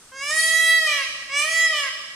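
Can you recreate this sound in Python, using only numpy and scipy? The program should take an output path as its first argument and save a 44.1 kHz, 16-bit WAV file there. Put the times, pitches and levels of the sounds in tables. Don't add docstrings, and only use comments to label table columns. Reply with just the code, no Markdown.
import sys
import numpy as np
from scipy import signal
from scipy.fft import rfft, irfft
from scipy.io import wavfile
from scipy.ndimage import uniform_filter1d, map_coordinates

SR = 44100
rng = np.random.default_rng(int(sys.argv[2]) if len(sys.argv) > 2 else 0)


def volts_from_decibels(level):
    exponent = np.asarray(level, float) / 20
    return 10 ** exponent


def persist_wave(psi):
    counts = np.round(np.clip(psi, -1, 1) * 32767).astype(np.int16)
    wavfile.write(sys.argv[1], SR, np.atleast_2d(counts).T)


N = 94815

# freq_hz, density_db_per_hz
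AIR_SPECTRUM = [(30, -9), (300, -10.5), (850, -15), (1300, -8), (2200, -16), (4400, -15.5), (8400, -11),
                (15000, -34.5)]
AIR_DB, AIR_APART_HZ, AIR_SIDE_DB = -50.5, 1410, -0.39
DUCK_DB, DUCK_HZ = -12, 700

# time_s, pitch_hz
PITCH_1 = [
    (.115, 521),
    (.2, 548),
    (.3, 595.4),
    (.345, 619.7),
    (.42, 631.1),
    (.6, 639.3),
    (.77, 640.5),
    (.88, 609.6),
    (1.015, 554.5),
    (1.05, 515.3),
]
PITCH_2 = [
    (1.29, 536),
    (1.34, 564.6),
    (1.44, 602),
    (1.5, 634),
    (1.56, 641.1),
    (1.65, 641.5),
    (1.72, 624.1),
    (1.785, 590),
    (1.9, 515.3),
]
# time_s, level_db, beak_ring_db, brightness_db_per_octave
CALL_1 = [
    (0.117, -44.5, 9, -18),
    (.17, -36.5, 8.5, -8),
    (0.248, -27.5, 5, -1),
    (0.399, -20, 9, 0),
    (.5, -20, 4.5, 1),
    (.7, -16, -5.5, 0.5),
    (.82, -19, -3.5, -4),
    (.92, -23.5, -0.5, 0.5),
    (1.051, -28, 0.5, -4),
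]
CALL_2 = [
    (1.29, -38.5, -0.5, -4.5),
    (1.341, -27.5, 7.5, -6),
    (1.398, -23.5, 7, 1.5),
    (1.45, -23, -1, 0),
    (1.53, -20, 5.5, -1.5),
    (1.649, -19, 2, -3.5),
    (1.72, -23, -8, -4),
    (1.802, -24.5, -2.5, 1.5),
    (1.898, -33, -11, -4),
]
# open_s, shut_s, beak_ring_hz
SNAPS = [
    (0.307, 0.876, 7800),
    (1.45, 1.73, 6170),
]
# shut_hz, open_hz, width_hz, shut_db, open_db
THROAT = [(1065, 1560, 790, -7.5, -13), (1590, 2100, 370, -3, -29), (2416, 1950, 420, -1, 2.5),
          (3065, 3368, 550, -3.5, -7), (4303, 4650, 510, -17, -19), (5290, 5140, 1200, -15, -14),
          (6500, 6700, 1120, -16.5, -14), (7910, 8370, 1360, -19.5, -17), (9610, 10060, 2270, -23.5, -19.5),
          (12800, 10700, 4900, -40, -35.5)]
SNAP_S, ATTACK_S, RELEASE_S = 0.008, 0.006, 0.012
SNAP_LIFT_HZ = 12
SNAP_DULL_DB_PER_OCTAVE, SNAP_DULL_S = -6, 0.058
SLACK_HZ, SLACK_FOLLOW = 590, 0.51
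FUNDAMENTAL_DB, WANDER_DB, SHIMMER_DB = -16.5, 3.5, 0.6
CHOKE_S, CHOKE_DB = 0.035, -16
JITTER, SHUT_JITTER, FALL_JITTER = 0.0005, 0.005, 0.005
BREATH_DB, SHUT_BREATH_DB = -44, 17

# freq_hz, t60_s, level_db
TREES = [(556, 1.34, -10.5), (1165, 1.64, -7.5), (2160, 1.57, -11), (3460, 1.56, -9.5), (4630, 1.6, -4.5),
         (8640, 1.03, -9), (13200, .7, -6)]
TREES_RISE_S, FAR_ECHO_S, FAR_ECHO_WIDTH_S, FAR_ECHO_DB = 0.034, 0.368, 0.013, -7
NEAR_DB, NEAR_T60_S, NEAR_RISE_S = 1.5, 0.35, 0.0027
SWAY_S, SWAY_RATE_HZ = 0.00009, 5
PORTS_APART_HZ, SIDE_DB, PAN_DB = 1300, 1.5, -2
MIC_DIP_HZ, MIC_DIP_DB, TOP_HZ = 6900, -6, 15550


def shape(x, gain):
    hz = np.fft.rfftfreq(x.shape[-1], 1 / SR) + 1
    return irfft(rfft(x) * gain(hz), x.shape[-1])


def on_log(hz, points, col):
    p = np.array(points, float)
    return np.interp(np.log(hz), np.log(p[:, 0]), p[:, col])


def walk(rate_hz, size=N):
    k = int(SR / rate_hz)
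    held = np.repeat(rng.standard_normal(size // k + 1), k)
    return 1.405 * uniform_filter1d(uniform_filter1d(held, k), k)[:size]


def stereo(mid, side, apart_hz, side_db):
    side = shape(side, lambda hz: volts_from_decibels(side_db) / (1 + (apart_hz / hz) ** 4))
    return np.array([mid + side, mid - side])


def air(bird):
    noise = rng.standard_normal((2, N))
    mid, side = shape(noise, lambda hz: volts_from_decibels(on_log(hz, AIR_SPECTRUM, 1))) * volts_from_decibels(1.0 * walk(4.8))
    low = shape(mid, lambda hz: 1 / (1 + (hz / DUCK_HZ) ** 8))
    bird_level = uniform_filter1d(np.abs(bird), size=2000)
    duck = volts_from_decibels(DUCK_DB * np.tanh(30 * bird_level))
    ducked_mid = low + duck * (mid - low)
    return stereo(ducked_mid, duck * side, AIR_APART_HZ, AIR_SIDE_DB) * volts_from_decibels(AIR_DB) / mid.std()


def throat(hz, opened):
    power, turn = 0, 0
    for j, (shut_hz, open_hz, width_hz, shut_db, open_db) in enumerate(THROAT):
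        centre_hz = shut_hz + (open_hz - shut_hz) * opened
        level = volts_from_decibels(shut_db + (open_db - shut_db) * opened)
        ring = 1j * width_hz * hz / (centre_hz ** 2 - hz ** 2 + 1j * width_hz * hz)
        power = power + level ** 2 * np.abs(ring) ** 4
        turn = turn + (-1) ** j * level * ring
    return np.sqrt(power) * turn / np.abs(turn)


def partial_gains(call, snap, s, hz, opened):
    c = np.array(call, float)
    level_db, ring_db, tilt_db = (np.interp(s, c[:, 0], c[:, j]) for j in (1, 2, 3))
    open_s, _, beak_hz = snap
    tilt_db = tilt_db + SNAP_DULL_DB_PER_OCTAVE * opened * np.exp(-((s - open_s) / SNAP_DULL_S) ** 2)
    f = np.arange(1, 27)[:, None] * hz
    slack = np.maximum(SLACK_HZ / hz, 1) ** SLACK_FOLLOW
    gain = throat(f * slack, opened) * volts_from_decibels(tilt_db * np.log2(1 + f / 3500)) * (f < TOP_HZ)
    gain *= volts_from_decibels(ring_db * np.exp(-(np.log2(f / beak_hz) / 0.68) ** 2))
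    gain[0] = volts_from_decibels(FUNDAMENTAL_DB)
    gain[:3] *= volts_from_decibels(CHOKE_DB * np.clip(1 - (s[-1] - s) / CHOKE_S, 0, 1))
    loudness = np.sqrt(np.sum(np.abs(gain[:6]) ** 2, axis=0) / 2)
    return gain * volts_from_decibels(level_db) / loudness


def wail(pitch, call, snap):
    p = np.array(pitch, float)
    i = np.arange(int(p[0, 0] * SR), int(p[-1, 0] * SR))
    t = i / SR
    open_s, shut_s, _ = snap
    opened = (np.tanh((t - open_s) / SNAP_S) - np.tanh((t - shut_s) / SNAP_S)) / 2
    hz = uniform_filter1d(np.interp(t, *p.T), size=900, mode="nearest")
    hz = hz + SNAP_LIFT_HZ * uniform_filter1d(opened, size=900)
    rough = (SHUT_JITTER + FALL_JITTER * (t > shut_s)) * (1 - opened)
    jitter = JITTER * walk(40.16)[i] + rough * walk(200)[i]
    phase = 2 * np.pi * np.cumsum(hz * (1 + jitter)) / SR

    s = t[::32]
    breath_gain = volts_from_decibels(BREATH_DB + SHUT_BREATH_DB * (1 - opened))
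    voice = 0
    for m, g in enumerate(partial_gains(call, snap, s, hz[::32], opened[::32]), 1):
        g = np.interp(t, s, g.real) + 1j * np.interp(t, s, g.imag)
        flutter = walk(250, size=len(t)) + 1j * walk(250, size=len(t))
        breath = 1 + breath_gain * m ** 0.5 * flutter
        wander = volts_from_decibels(WANDER_DB * min(m / 8, 1) * walk(11.77, size=len(t)))
        voice = voice - (g * breath * wander * np.exp(1j * m * phase)).real
    edge = np.clip((t - t[0]) / ATTACK_S, 0, 1) * np.clip((t[-1] - t) / RELEASE_S, 0, 1)
    out = np.zeros(N)
    out[i] = voice * edge * volts_from_decibels(SHIMMER_DB * walk(24.96)[i])
    return out


def trees():
    t, out = np.arange(N) / SR, 0
    for hz, t60_s, db in TREES:
        noise = rng.standard_normal((2, N))
        band = shape(noise, lambda f: np.exp(-(np.log2(f / hz) / 0.77) ** 2))
        out = out + band * volts_from_decibels(db - 60 * t / t60_s) * np.sqrt(14 / t60_s / SR)
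    far_echo = 1 + volts_from_decibels(FAR_ECHO_DB) * np.exp(-((t - FAR_ECHO_S) / FAR_ECHO_WIDTH_S) ** 2)
    far = far_echo * (1 - np.exp(-t / TREES_RISE_S))
    near = volts_from_decibels(NEAR_DB - 60 * t / NEAR_T60_S) * (1 - np.exp(-t / NEAR_RISE_S))
    return out * (far + near) * volts_from_decibels(1.72 * walk(40.7))


def scene():
    bird = wail(PITCH_1, CALL_1, SNAPS[0]) + wail(PITCH_2, CALL_2, SNAPS[1])
    swayed = map_coordinates(bird, [np.arange(N) + SWAY_S * SR * walk(SWAY_RATE_HZ)])
    mid, side = signal.fftconvolve(trees(), swayed[None], axes=1)[:, :N]
    left, right = 0.85 * bird + stereo(mid, side, PORTS_APART_HZ, SIDE_DB)

    def lean_db(hz):
        return PAN_DB / (1 + (900 / hz) ** 4) / 2

    left = shape(left, lambda hz: volts_from_decibels(lean_db(hz)))
    right = shape(right, lambda hz: volts_from_decibels(-lean_db(hz)))
    return np.array([left, right]) + air(bird)


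def top_cut(x):
    return signal.sosfilt(signal.butter(12, 15530, fs=SR, output="sos"), x)


def record(dry):
    def colour(hz):
        return volts_from_decibels(MIC_DIP_DB * np.exp(-((hz - MIC_DIP_HZ) / 150) ** 2)) * (hz < TOP_HZ)

    mix = shape(dry, colour)
    return top_cut(mix)


dry = scene()
out = record(dry)
persist_wave(out)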